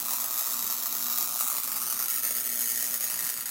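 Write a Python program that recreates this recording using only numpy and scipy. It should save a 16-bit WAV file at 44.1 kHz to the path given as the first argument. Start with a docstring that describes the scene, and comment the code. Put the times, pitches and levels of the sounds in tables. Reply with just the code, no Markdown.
"""The spark gap of a mains-fed high-voltage coil arcs steadily on a workshop bench.
Each mains half-cycle fires a short volley of sparks and a hollow pop; some flare into louder snaps.
Nearby parts scatter the clicks, whose colour changes as the microphone draws back along the coil.
Faint transformer hum, hiss and rumble lie underneath; now and then the low end dips briefly."""
import sys
import numpy as np
from scipy import signal
from scipy.fft import rfft, irfft
from scipy.io import wavfile
from scipy.ndimage import uniform_filter1d, map_coordinates

SR = 44100
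rng = np.random.default_rng(int(sys.argv[2]) if len(sys.argv) > 2 else 0)


def digitize_waveform(pressure):
    """Quantize a signal to 16-bit integers and store it at the path in sys.argv[1].

    Rows of a 2-D input are taken as channels; values are limited to [-1, 1].
    """
    field = np.atleast_2d(pressure).T
    bounded = np.clip(field, -1, 1)
    quanta = np.round(bounded * 32767).astype(np.int16)
    wavfile.write(sys.argv[1], SR, quanta)


N = 154350
TIME_S = np.arange(N) / SR

MAINS_HZ, STRIKE_JITTER_S = 60.016, .00028
MOVE_S = [1.2, 1.65, 2.15]  # microphone places: close, half way, drawn back
# volleys that flare: time_s, crack_extra_db, pop_extra_db
SNAPS = [(0.083, 5, 12), (0.091, 3, 10), (0.183, 1, 9), (0.2, 0, 9), (0.208, 0, 9), (0.216, 0, 8),
         (0.385, 6.5, 5), (0.475, 1, 10), (0.541, 2, 10), (0.701, 6, 7), (0.726, 7, 8), (0.86, 8, 10),
         (0.926, 2.3, 6), (1.068, 4.5, 3), (1.1, 1, 10), (1.116, 0, 9), (1.183, 3, 7), (1.41, 4.5, 10),
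         (1.466, 0, 9), (1.484, 4.5, 10), (1.499, 2, 13), (1.516, 1, 10), (1.584, 5, 6), (1.634, 6.5, 12),
         (1.783, 1, 10), (1.816, 1, 10), (1.909, 4.5, 3), (2.026, 4.5, 8), (2.083, 2, 10), (2.234, 4.5, 7),
         (2.25, 3, 9), (2.368, 5, 9), (2.382, 1, 12), (2.699, 2, 10), (2.776, 7, 3), (2.849, 2, 10),
         (2.942, 5.5, 9), (3.099, 3, 0), (3.232, 0, 11), (3.459, 8, 3)]


def undb(db):
    """Decibels to gain."""
    return 10 ** (np.asarray(db) / 20)


def unit(x):
    """Scale to unit energy."""
    return x / np.sqrt(np.sum(x ** 2))


def walk(rate_hz):
    """Smoothed random steps, unit spread."""
    hold = int(SR / rate_hz)
    steps = np.repeat(rng.standard_normal(N // hold + 1), hold)
    smooth = uniform_filter1d(uniform_filter1d(steps, hold), hold)[:N]
    return smooth / smooth.std()


def noise(edges_hz, kind):
    """Filtered noise, unit rms."""
    y = signal.sosfilt(signal.butter(2, edges_hz, kind, fs=SR, output="sos"), rng.standard_normal(N))
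    return y / y.std()


def through(x, response):
    """Convolve with an impulse response."""
    return signal.fftconvolve(x, response)[:N]


def causal(gain):
    """Minimum-phase spectrum with this gain."""
    cepstrum = irfft(np.log(gain))
    half = len(cepstrum) // 2
    cepstrum[1:half] *= 2
    cepstrum[half + 1:] = 0
    return np.exp(rfft(cepstrum))


def clicks(times_s, sizes, order=8):
    """Band-limited impulses at exact times."""
    at = times_s[:, None] * SR
    taps = np.floor(at).astype(int) + np.arange(1 - order, order + 1)
    shape = sizes[:, None] * np.sinc(taps - at) * np.sinc((taps - at) / order)
    inside = (taps >= 0) & (taps < N)
    return np.bincount(taps[inside], shape[inside], N)


def half_cycles(first_s=-.0002):
    """Start times of the mains half-cycles."""
    return np.arange(first_s, N / SR, 1 / (2 * MAINS_HZ))


def rumble(air_db=-62):
    """Low workshop noise, plus handling rumble that grows as the microphone moves."""
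    handling_db = np.interp(TIME_S, MOVE_S, [-80, -74, -72]) + 4.2 * walk(rate_hz=12)
    air = undb(air_db + 3 * walk(rate_hz=20)) * noise([115, 350], "bandpass")
    return air + undb(handling_db) * noise(95, "lowpass")


def transformer(level_db=-62.8, waver_db=2.8):
    """Wavering hum on even multiples of the mains."""
    # hum lines: mains_multiple, relative_db
    harmonics = [(2, -17), (4, 0)]
    phase = 2 * np.pi * MAINS_HZ * TIME_S
    hum = sum(undb(db) * np.sin(round(k) * phase + 2 * np.pi * rng.random()) for k, db in harmonics)
    return np.sqrt(2) * hum * undb(level_db + waver_db * walk(rate_hz=24))


def hiss(level_db=-53):
    """Faint steady hiss."""
    return undb(level_db) * noise([1900, 4500], "bandpass")


def low_dips(x, edge_s=.002):
    """The low end drops out briefly, breaking up the hum."""
    # dips: centre_s, length_s, cutoff_hz, gain_db
    dips = [(0.165, .014, 420, -17), (0.397, .044, 450, -16), (0.444, .034, 450, -18),
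            (0.733, .016, 450, -14), (0.866, .022, 550, -16), (1.397, .012, 800, -17),
            (1.418, .005, 700, -12), (1.432, .005, 700, -12), (1.474, .028, 650, -22),
            (1.51, .008, 950, -19), (1.595, .008, 700, -11), (1.626, .026, 650, -18),
            (2.104, .018, 950, -17), (2.69, .015, 750, -19), (3.113, .011, 400, -13)]
    for centre_s, length_s, cutoff_hz, gain_db in dips:
        depth = np.clip((length_s / 2 - abs(TIME_S - centre_s)) / edge_s + 1, 0, 1)
        lows = signal.sosfiltfilt(signal.butter(4, cutoff_hz, fs=SR, output="sos"), x)
        x = x + (undb(gain_db * depth) - 1) * lows
    return x


def room(x, t60_s=.16, onset_s=.003, sway_s=.4, size=12000):
    """Short room tail; its fine pattern renews as the hand-held microphone sways."""
    age_s = np.arange(size) / SR
    decay = np.exp(-np.log(1000) * age_s / t60_s) * (1 - np.exp(-(age_s / onset_s) ** 2))
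    tail = np.zeros(N)
    for centre_s in np.arange(0, N / SR + sway_s, sway_s):
        fade = np.sqrt(np.clip(1 - abs(TIME_S - centre_s) / sway_s, 0, 1))
        tail += fade * through(x, unit(decay * rng.standard_normal(size)))
    return tail


def bench(scatter_s=.00043, scatter_db=10, size=4096):
    """Response of the direct path plus quick scatter off the bench, broadly flattened."""
    age_s = np.arange(size) / SR
    reflections = unit(rng.standard_normal(size) * age_s * np.exp(-age_s / scatter_s))
    spectrum = rfft((age_s == 0) + undb(scatter_db) * reflections)
    broad_gain = np.sqrt(uniform_filter1d(abs(spectrum) ** 2, size=25))
    return irfft(spectrum / causal(broad_gain))


def scatter(x, patterns=11):
    """Bench reflections: drift while the microphone rests, churn while it travels."""
    # microphone path, a new pattern each step: time_s, steps
    path = [(0, 0), (1.2, .6), (2.2, 8), (3.5, 9.5)]
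    step = np.clip(np.interp(TIME_S, *np.array(path).T), 0, patterns - 1)
    return sum(np.sqrt(np.clip(1 - abs(step - k), 0, 1)) * through(x, bench()) for k in range(patterns))


def echo(x, gain_db=-9.5, cutoff_hz=3500, sway_s=.00003):
    """Small nearby cans reflect only treble; the lag follows the microphone."""
    lag_s = np.interp(TIME_S, MOVE_S, [.0013, .0019, .0024]) + sway_s * walk(rate_hz=5)
    treble = signal.sosfilt(signal.butter(2, cutoff_hz, "highpass", fs=SR, output="sos"), x)
    return undb(gain_db) * map_coordinates(treble, [(TIME_S - lag_s) * SR], order=5)


def slide(x):
    """Narrow peaks and notches swell, glide and fade with the movement."""
    # gliding bands: start_s, end_s, from_hz, to_hz, half_width_hz, gain_db
    bands = [(1.42, 1.64, 7150, 7000, 170, 6), (1.48, 1.62, 7850, 7600, 200, -14),
             (1.42, 1.58, 4800, 5250, 300, -10), (1.64, 1.75, 9300, 8900, 300, -12),
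             (1.75, 1.88, 11600, 11000, 300, -10), (1.8, 2.1, 5800, 6300, 160, 4),
             (1.95, 2.6, 8500, 9200, 250, 4), (2.0, 2.6, 8300, 7200, 380, -10),
             (1.95, 2.6, 9700, 10100, 300, -7), (1.85, 2.55, 5000, 5700, 500, -3),
             (2.65, 2.95, 5600, 5700, 450, 3), (2.68, 2.9, 1830, 1860, 90, 4.5),
             (1.84, 1.95, 12300, 12500, 300, -10)]
    for start_s, end_s, from_hz, to_hz, half_width_hz, gain_db in bands:
        on = (TIME_S > start_s) & (TIME_S < end_s)
        progress = (TIME_S[on] - start_s) / (end_s - start_s)
        carrier = np.exp(2j * np.pi * np.cumsum(from_hz + (to_hz - from_hz) * progress) / SR)
        baseband = signal.lfilter(*signal.butter(1, half_width_hz, fs=SR), x[on] / carrier)
        band = 2 * np.real(carrier * baseband)
        x = x.copy()
        x[on] += (undb(gain_db * np.sin(np.pi * progress)) - 1) * band
    return x


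def colour(place, size=4096):
    """Response that colours the sparks at one microphone place."""
    # spark spectrum: freq_hz, close_db, half_way_db, back_db
    spectrum = [(40, -38, -36, -35), (120, -33, -35, -35), (230, -14, -15, -15), (330, -9, -10, -11),
                (470, -10.5, -9.5, -7), (720, 1.3, -3, -4.3), (1000, -3, -5.3, -6),
                (1250, -0.7, -1.8, -5.5), (1600, -13.5, -12.5, -14), (2600, -9.5, -12.5, -9),
                (3300, -14, -15, -14), (3900, -7, -8.5, -11), (4900, -7, -7.5, -6.5),
                (5600, -3, -3.5, -4.3), (7400, -2, -2.5, -4.3), (8500, -2, -.5, -1.7),
                (10000, -1, -1, -1.8), (13000, 1.8, 1.2, -.8), (15800, 2.6, 1.3, .4)]
    # ripple from reflections between parts: centre_hz, half_width_hz, close_db, half_way_db, back_db
    ripple = [(1320, 105, 1.5, 1, 4), (1850, 115, 1, 0.5, 3.7), (2110, 70, 0, 5, 0), (3300, 90, -4, 0, 0),
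              (3830, 150, 4, 2, -1), (6680, 260, 1.5, 0, 5), (7300, 300, 0, -1, -6), (8400, 170, -3, 0, -3),
              (9700, 300, -2, 0, 2), (10800, 300, 0, 0, -3), (12550, 160, -3, 0, -3), (13400, 300, 2, 2, 5),
              (13950, 150, -5, 0, -2), (14350, 150, 4, 0, -2)]
    hz = np.arange(size // 2 + 1) * SR / size
    knots_hz, *levels_db = np.array(spectrum).T
    db = np.interp(np.log(hz + 1), np.log(knots_hz), levels_db[place])
    for centre_hz, half_width_hz, *heights_db in ripple:
        db += heights_db[place] * np.exp(-((hz - centre_hz) / half_width_hz) ** 2)
    return irfft(causal(undb(db)))


def pops(pitch_hz=1230, rise_s=.0008, delay_s=.0005, spread_db=3.2, size=1024):
    """Each volley sets off a short hollow ring, hardest in the snaps."""
    starts_s, age_s = half_cycles(), np.arange(size) / SR
    level_db = np.interp(starts_s, MOVE_S, [-44.3, -46, -52.5])
    extra_db = spread_db * np.minimum(rng.standard_normal(len(starts_s)), 1.5)
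    for time_s, _, pop_db in SNAPS:
        extra_db[np.argmin(abs(starts_s - time_s))] = pop_db
    strike_s = starts_s + delay_s + STRIKE_JITTER_S * rng.standard_normal(len(starts_s))
    ring = age_s / rise_s * np.exp(1 - age_s / rise_s) * np.sin(2 * np.pi * pitch_hz * age_s)
    return through(clicks(strike_s, undb(level_db + extra_db)), ring)


def sparks(max_sparks=10):
    """One volley a half-cycle: the gap breaks down, recharges and refires until the voltage falls."""
    # arc strength: time_s, strength_db
    strengths = [(0.01, -1.0), (0.07, -3.0), (0.15, 3.4), (0.17, -2.5), (0.21, 2.6), (0.26, -2.0),
                 (0.39, 0.4), (0.8, -0.5), (0.99, -1.6), (1.18, 2.6), (1.24, -3.0), (1.42, 2.3),
                 (1.44, -1.3), (1.52, 1.0), (1.62, -2.6), (1.66, 0.7), (1.78, 1.3), (1.87, -1.4),
                 (1.94, 2.6), (1.95, -2.0), (2.05, 2.0), (2.07, -4.6), (2.08, 4.0), (2.14, -1.0),
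                 (2.16, 3.0), (2.225, -2.5), (2.235, 3.8), (2.34, -1.5), (2.38, 1.6), (2.4, -1.8),
                 (2.7, 1.8), (2.77, -3.0), (2.79, 3.0), (2.91, -3.3), (2.95, 0.0), (2.99, -2.2),
                 (3.1, -1.2), (3.3, 0.4), (3.36, -5.6), (3.37, -1.4), (3.42, -3.5), (3.44, -9.8),
                 (3.48, -0.0)]
    # recharge between sparks: time_s, recharge_s
    recharges = [(1.7, .0008), (2.3, .00057)]
    volley_spread_db, polarity_db = 2.2, 1.1  # one polarity fires harder
    lead_s_per_db, burn_s_per_db = .00005, .00016  # a stronger arc strikes earlier, burns longer
    burn_s, burn_jitter_s, gap_spread = .00235, .00035, .2
    size_share, fade_db_per_s, spark_spread_db = .46, 700, 2.2

    starts_s = half_cycles()
    flare_draw, strike_draw, burn_draw = rng.standard_normal((len(starts_s), 3)).T
    polarity = (-1) ** np.arange(len(starts_s))
    flare_db = volley_spread_db * np.clip(flare_draw, -2, 1.5) - polarity_db * polarity
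    for time_s, crack_db, _ in SNAPS:
        flare_db[np.argmin(abs(starts_s - time_s))] = crack_db
    strength_db = np.interp(starts_s, *np.array(strengths).T) + flare_db
    strike_s = starts_s + STRIKE_JITTER_S * strike_draw - lead_s_per_db * strength_db
    recharge_s = np.interp(starts_s, *np.array(recharges).T)
    length_s = np.maximum(burn_s + burn_s_per_db * strength_db + burn_jitter_s * burn_draw, recharge_s)

    # rows: volleys; columns: sparks
    gaps_s = recharge_s[:, None] * np.exp(gap_spread * rng.standard_normal((len(starts_s), max_sparks)))
    age_s = np.cumsum(gaps_s, axis=1) - gaps_s[:, :1]
    burning = np.clip((length_s[:, None] - age_s) / gaps_s + .5, 0, 1)
    size_db = size_share * strength_db[:, None] - fade_db_per_s * age_s
    size_db += spark_spread_db * rng.standard_normal(age_s.shape)
    size_db[:, 0] -= 8  # a volley opens softly
    return clicks((strike_s[:, None] + age_s).ravel(), (burning * undb(size_db)).ravel())


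def arc(gain_db=-7.2, room_db=-3.4):
    """Sparks and their reflections, crossfaded between the microphone places."""
    train = sparks()
    heard = scatter(train) + undb(room_db) * room(train)
    heard = slide(heard + echo(heard))
    fades = [np.interp(TIME_S, MOVE_S, row) for row in np.eye(len(MOVE_S))]
    return undb(gain_db) * sum(fade * through(heard, colour(place)) for place, fade in enumerate(fades))


def scene():
    """Mono mix with brief low-end dips."""
    return low_dips(arc() + pops() + hiss() + transformer() + rumble())[None]


def record(dry, cutoff_hz=15800):
    """Steep low-pass."""
    return signal.sosfilt(signal.ellip(12, .1, 80, cutoff_hz, fs=SR, output="sos"), dry)


dry = scene()
out = record(dry)
digitize_waveform(out)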